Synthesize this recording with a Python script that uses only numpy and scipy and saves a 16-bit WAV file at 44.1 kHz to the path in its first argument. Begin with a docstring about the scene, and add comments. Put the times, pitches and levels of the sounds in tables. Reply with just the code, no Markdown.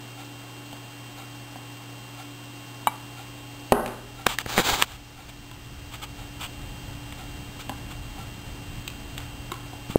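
"""Over a small room's hum and ticking clock come two light taps, then a drinking glass clinks on the rim
of a steel tube and is set down on a wooden table. Fingers shift their grip on the camera, scraping and
bumping its case; then a clip lead taps lightly at the tube. The camera whines faintly, turns its gain
down after loud sounds and stores its sound coarsely, as held 8-bit samples."""
import sys
import numpy as np
from scipy import signal
from scipy.fft import rfft, irfft, next_fast_len
from scipy.io import wavfile
from scipy.ndimage import map_coordinates

SR = 44100
rng = np.random.default_rng(int(sys.argv[2]) if len(sys.argv) > 2 else 0)


def dump_mix(stems):
    """Bounce the given channels to the path in sys.argv[1] as a 16-bit WAV at rate SR."""
    frames = np.atleast_2d(stems).T  # one column per channel
    limited = np.clip(frames, -1, 1)  # hard clip at full scale
    pcm = np.round(limited * 32767).astype(np.int16)
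    wavfile.write(sys.argv[1], SR, pcm)


N = 440118
TIME = np.arange(N) / SR
AGE = np.arange(SR // 2) / SR  # seconds since a hit


def clink():
    """The glass rim knocks the tube and rebounds once; a harder touch wakes the upper modes."""
    # rim on tube: (time [s], level [dB], hardness [dB])
    knocks = [(2.8712, -4, -6.5), (2.8739, -24.5, 7)]
    # glass against steel, damped by the hand: (frequency [Hz], level [dB], t60 [s])
    body_modes = [(227, -24, 0.064), (870, -4.5, 0.043), (962, -3, 0.028), (1130, -5.5, .025)]
    # the rim's upper modes: (frequency [Hz], level [dB], t60 [s])
    rim_modes = [(1610, -10, 0.03), (1995, -21, 0.07), (2296, -15, 0.073), (2920, -0.5, 0.0092),
                 (3850, -12, 0.054)]
    out = np.zeros(N)
    for s, db, hard_db in knocks:
        body = ring(body_modes, attack=0.00064)
        sparkle = amp(hard_db) * ring(rim_modes, attack=0.00078)
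        add(out, s, amp(db) * (body + sparkle))
    return room(out, wet_db=-23, build=0.0051)


def set_down():
    """The thick glass base drives the table top, which fills the room."""
    # the glass lands and settles: (time [s], wood level [dB], crack level [dB])
    landings = [(3.7219, -7, -14), (3.861, -41, -22), (3.878, -52, -27.5)]
    # the table sways on its legs and its top rings: (frequency [Hz], level [dB], t60 [s])
    table_modes = [(41.8, -34.5, 3.5), (138, -18.5, 0.088), (248, -6.5, 0.11), (411, -4, 0.075),
                   (539, 0.5, 0.029), (624, 2, 0.031), (769, 8, 0.017), (867, -6, 0.033), (1022, -1, 0.024),
                   (1162, -9.5, .04), (1430, -14.5, 0.024), (1870, -16.5, 0.023), (2530, -12.5, 0.011)]
    # crack of glass on wood: (frequency [Hz], density [dB])
    crack_spectrum = [(200, -13), (900, 3), (1800, 3), (2700, 3.5), (4200, -4.5), (5400, -10), (6500, -60)]
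    wood, crack = np.zeros((2, N))
    for s, db, crack_db in landings:
        add(wood, s, amp(db) * ring(table_modes, attack=0.00022))
        add(crack, s, amp(crack_db) * fade(t60=0.018))
    return room(wood + crack * noise(crack_spectrum), wet_db=-10, build=0.03)


def taps(first_flight_s=0.0235, flight_ratio=0.6, bounce_loss_db=12):
    """The lead taps the tube: a bright tick and a short ring, then two ever quicker, weaker rebounds."""
    # light taps: (time [s], level [dB], ring pitch [Hz], tick offset [dB])
    touches = [(0.729, -30.5, 679, -5), (1.558, -29.5, 750, -19), (5.514, -33, 1016, -0.5),
               (7.124, -39.5, 894, 6), (7.6945, -19, 818, -9), (8.878, -37, 1160, 14),
               (9.1793, -40.5, 940, 16), (9.518, -19, 1076, -7), (9.732, -31.5, 760, -11)]
    # the tube on its base plate, pitched by where it is touched: (pitch [ratio], level [dB], t60 [s])
    tube_modes = [(0.332, -8, 0.071), (0.779, -12, 0.04), (0.999, 1.5, 0.03), (1.218, -3, 0.027),
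                  (2.03, -7, 0.018)]
    # contact tick: (frequency [Hz], density [dB])
    tick_spectrum = [(200, -13), (1000, -9.5), (2000, -9.5), (2900, 1.5), (4200, -7), (5400, -14),
                     (6500, -60)]
    rings, ticks = np.zeros((2, N))
    for s, db, hz, tick_db in touches:
        modes = [(hz * ratio, level, t60) for ratio, level, t60 in tube_modes]
        for bounce in range(3):
            hit_db = db - bounce * bounce_loss_db
            add(rings, s, amp(hit_db - 2) * ring(modes, attack=0.00057))
            add(ticks, s, amp(hit_db + tick_db) * fade(t60=0.017))
            s += first_flight_s * flight_ratio ** bounce
    return room(rings + ticks * noise(tick_spectrum), wet_db=-14, build=0.0042)


def grip():
    """Skin scrapes over the camera case in gritty strokes and now and then snaps free, close and dry."""
    # fingers slide: (start [s], length [s], rub level [dB], scrape over the rub [dB])
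    strokes = [(4.265, 0.1, -30.5, -2), (4.384, .04, -32, -9), (4.466, .11, -33.5, 4.5),
               (4.56, 0.069, -28.5, 8), (4.624, 0.17, -23, 4), (4.775, 0.078, -24, 0.5),
               (4.846, 0.14, -38.5, -1), (5.28, .028, -39.5, -3), (5.912, .062, -35, -10),
               (6.014, .045, -34, -7), (6.393, 0.082, -31, -22), (7.586, 0.043, -39, -1.5),
               (7.902, .03, -39.5, -12), (9.888, 0.057, -38, -7)]
    # a finger catches and slips: (time [s], snap level [dB], thud level [dB], snap decay [s])
    slips = [(4.2669, -4.5, -9, 0.0023), (4.387, -8.5, -34, 0.0012), (4.415, -23, -34, 0.0018),
             (4.462, -27.5, -21, 0.003), (4.817, -15, -30, .004), (4.8242, 0, -16, 0.0013)]
    # thud of the case: (frequency [Hz], level [dB], t60 [s])
    case_modes = [(82, -31, 0.092), (237, -13, 0.06), (372, -10, .025), (497, -0.5, 0.017),
                  (736, -5, 0.021), (1030, -13, .012)]
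    # skin on plastic, as coarse scrape, fine rub and snap: (frequency [Hz], density [dB])
    scrape_spectrum = [(24, -19), (40, 7), (70, -9.5), (275, -5), (442, -7), (666, -6.5), (784, 1),
                       (1280, -6.5), (1610, -2.5), (1900, -9.5), (2230, -6.5), (2530, -11.5), (3810, -4),
                       (5400, -9.5), (7020, -48), (11900, -120)]
    rub_spectrum = [(100, -30), (600, -10.5), (850, -1), (1050, -3.5), (1280, 3), (1800, -13.5),
                    (2300, -0.5), (2650, -3), (3050, 1.5), (3450, 0), (4000, -11.5), (4600, -10.5),
                    (5400, -14)]
    snap_spectrum = [(100, -47.5), (700, -8.5), (1500, -0.5), (2100, -2), (2700, -8.5), (3200, -7.5),
                     (4200, -11.5), (5400, -12.5), (6500, -45)]
    coarse, fine, snaps, thuds = np.zeros((4, N))
    for start, length, rub_db, scrape_db in strokes:
        pressure = np.abs(np.sin(np.pi * AGE[AGE < length] / length)) ** 0.95  # one arch a stroke
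        add(fine, start, amp(rub_db) * pressure)
        add(coarse, start, amp(rub_db + scrape_db) * pressure)
    lead_s = 0.05  # space for a snap to swell before its peak
    for s, snap_db, thud_db, decay_s in slips + judder():
        from_peak = (AGE - lead_s) / decay_s
        spike = np.exp(np.minimum(2 * from_peak, -from_peak))
        add(snaps, s - lead_s, amp(snap_db) * spike)
        add(thuds, s, amp(thud_db) * ring(case_modes))
    flutter = amp(1.3 * wobble(70))
    scrape = coarse * noise(scrape_spectrum, grit_db=2)
    rub = fine * noise(rub_spectrum, grit_db=1)
    return flutter * (scrape + rub) + snaps * noise(snap_spectrum, grit_db=1) + thuds


def judder(start_s=4.5785, gap_s=0.0056, count=5, snap_db=-14.5, thud_db=-11, decay_s=0.0015):
    """Under the hardest press the finger sticks and slips in a quick, slightly uneven run."""
    times = start_s + gap_s * (np.arange(count) + 0.097 * rng.standard_normal(count))
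    return [(s, snap_db, thud_db, decay_s) for s in times]


def bumps(cycles=3, cutoff_hz=1300):
    """A soft push swings the case out and back, barely ringing."""
    # pushes on the camera: (time [s], level [dB], frequency [Hz])
    pushes = [(4.463, -23, 75), (4.727, -14.5, 44.8), (9.899, -16, 175), (9.958, 5, 416)]
    out = np.zeros(N)
    for s, db, hz in pushes:
        add(out, s, -amp(db) * fade(t60=cycles / hz) * np.sin(2 * np.pi * hz * AGE))
    return filtered(out, lambda hz: 1 / (1 + (hz / cutoff_hz) ** 4))


def hand_tremor():
    """The holding hand rumbles, growing restless once the grip has shifted."""
    # tremor envelope: (time [s], level [dB])
    restlessness = [(2.5, -63), (3.1, -56), (4.2, -51), (4.95, -43), (8.3, -39.5), (9.97, -44)]
    # low rumble: (frequency [Hz], density [dB])
    spectrum = [(15, -12.5), (42, 1), (80, -2), (130, -6), (220, -12), (400, -25), (1000, -29.5),
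                (3000, -32.5), (5400, -37.5), (6500, -86)]
    level_db = np.interp(TIME, *np.transpose(restlessness))
    return amp(level_db + 1.5 * wobble(9)) * noise(spectrum)


def clock(first_s=0.167, blur_s=0.02):
    """A clock across the room ticks each second, smeared by the walls."""
    # colour of the clock's case: (frequency [Hz], density [dB])
    spectrum = [(200, -22), (690, -8.5), (785, 5.5), (880, -9.5), (1230, -13), (1355, 2), (1500, -14),
                (1900, -15), (2250, -7.5), (2800, -15.5), (3700, -10), (5400, -20.5), (6500, -60)]
    swell = np.zeros(N)
    for s in first_s + np.arange(10):
        add(swell, s, fade(t60=0.23) * (1 - np.exp(-AGE / blur_s)) ** 2)
    return amp(16) * swell * noise(spectrum)


def room_hum():
    """A low hum whose partials each waver in level and phase."""
    # hum partials: (frequency [Hz], level over the hiss [dB], unsteadiness [0-1])
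    partials = [(119.93, 1.5, .08), (288.4, -3, .2), (360.8, -16, .08), (720.7, -16, .1), (839, -12, .25)]
    out = np.zeros(N)
    for hz, db, unsteadiness in partials:
        waver = 1 + unsteadiness * (wobble(14) + 1j * wobble(14))
        out += amp(db) * unit(np.real(waver * np.exp(2j * np.pi * hz * TIME)))
    return out


def camera_whine(frame_s=1 / 30):
    """A thin whine slips in phase and resets with every picture frame, which gives it a slight buzz."""
    # whine partials: (frequency [Hz], level over the hiss [dB], detune within a frame [Hz])
    partials = [(2775, -5.5, -10.5), (3179, -8, -15)]
    in_frame = TIME % frame_s
    return sum(amp(db) * unit(np.sin(2 * np.pi * (hz * TIME + detune * in_frame)))
               for hz, db, detune in partials)


def faint_tone(hz=1082, db=-60, start_s=-0.3, end_s=4.1, fade_s=0.8):
    """A faint pure tone comes and goes."""
    presence = np.clip(np.minimum(TIME - start_s, end_s - TIME) / fade_s, 0, 1)
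    return amp(db) * presence * unit(np.sin(2 * np.pi * hz * TIME))


def hiss():
    """A steady, dull bed of noise."""
    # noise floor: (frequency [Hz], density [dB])
    spectrum = [(20, -8.5), (70, -2), (160, 2), (300, 4), (480, -1), (800, 0), (1200, -3), (2000, -5),
                (3000, -5), (4000, -6.5), (5400, -7.5), (6500, -68)]
    return noise(spectrum)


def room(x, wet_db, build):
    """Direct sound plus the walls' diffuse tail, which builds up with a time constant of build seconds."""
    # the small room's reverb: (frequency [Hz], t60 [s], colour [dB])
    bands = [(92, 0.34, -5), (402, 0.82, -2), (602, 0.54, -2), (1015, .5, 2), (1495, 0.67, 3),
             (2460, .33, -0.5), (5100, 0.28, -4)]
    hz, t, spectra = signal.stft(rng.standard_normal(SR * 3 // 4), SR, nperseg=256)
    t60 = along([(f, life) for f, life, _ in bands], hz)[:, None]
    colour_db = along([(f, db) for f, _, db in bands], hz)[:, None]
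    envelope = amp(colour_db - 60 * t / t60) * (1 - np.exp(-t / build))
    _, tail = signal.istft(spectra * envelope, SR, nperseg=256)
    return x + amp(wet_db) * signal.fftconvolve(x, tail / np.linalg.norm(tail))[:N]


def auto_gain(x, knee_db=-27.5, memory_s=0.5, attack_s=0.012, recovery_db_per_s=4):
    """Loud sounds turn the camera's gain down; it creeps back at a steady rate."""
    level_db = 10 * np.log10(lagged(x ** 2, memory_s) + 1e-12)
    excess_db = np.maximum(level_db - knee_db, 0)
    recovery_db = recovery_db_per_s * TIME
    cut_db = np.maximum.accumulate(excess_db + recovery_db, axis=-1) - recovery_db
    return x * amp(-lagged(cut_db, attack_s))


def ring(modes, attack=0.00018):
    """Damped modes, struck at slightly new strengths each time; a soft contact starts them gradually."""
    tones = sum(amp(db + rng.standard_normal()) * fade(t60) * np.sin(2 * np.pi * hz * AGE)
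                for hz, db, t60 in modes)
    return tones * (1 - np.exp(-AGE / attack))


def noise(spectrum, grit_db=0):
    """Coloured noise of rms 1; grit makes single 16-sample grains stand out."""
    grains = np.repeat(rng.standard_normal(N // 16 + 1), 16)[:N]
    white = rng.standard_normal(N) * amp(grit_db * grains)
    return unit(filtered(white, lambda hz: amp(along(spectrum, hz))))


def fade(t60):
    """Exponential decay, 60 dB in t60 seconds."""
    return amp(-60 * AGE / t60)


def wobble(rate):
    """A smooth random curve, rate knots a second."""
    coarse = TIME[::64]
    curve = map_coordinates(rng.standard_normal(1024), [coarse * rate], mode="wrap")
    return np.interp(TIME, coarse, curve)


def filtered(x, response):
    """Equalise x by a gain curve over frequency."""
    size = next_fast_len(N + SR // 2)
    return irfft(rfft(x, size) * response(np.fft.rfftfreq(size, 1 / SR)), size)[..., :N]


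def lagged(x, seconds):
    """Smooth x with a time constant."""
    keep = np.exp(-1 / (seconds * SR))
    return signal.lfilter([1 - keep], [1, -keep], x)


def along(points, hz):
    """Interpolate (frequency, value) points on a log axis."""
    freqs, values = np.transpose(points)
    return np.interp(np.log(hz + 1), np.log(freqs + 1), values)


def add(track, s, sound):
    """Mix a sound into a track at time s."""
    part = track[round(s * SR):][:len(sound)]
    part += sound[:len(part)]


def amp(db):
    """Decibels to gain."""
    return 10 ** (np.asarray(db) / 20)


def unit(x):
    """Scale to rms 1."""
    return x / np.sqrt(np.mean(x ** 2) + 1e-20)


def scene():
    """All sources at the one microphone."""
    foreground = clink() + set_down() + taps() + grip() + bumps()
    hum = room_hum()
    rumble = hand_tremor()
    bed = amp(-47) * (hiss() + hum + camera_whine() + clock())
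    return (foreground + rumble + bed + faint_tone())[None]


def record(dry):
    """Automatic gain, then slow 8-bit sampling: holding each sample mirrors the sound into the treble."""
    hold, steps, top_hz = 4, 128, 15750  # samples per held value, steps per polarity, band limit
    nyquist_hz = SR / (2 * hold)
    slow = filtered(auto_gain(dry), lambda hz: 1 / (1 + (hz / nyquist_hz) ** 40))[:, ::hold]
    crushed = np.round(np.clip(slow, -1, 1) * steps) / steps
    held = np.repeat(crushed, hold, axis=1)[:, :N]
    return filtered(held, lambda hz: hz < top_hz)


dry = scene()
out = record(dry)
dump_mix(out)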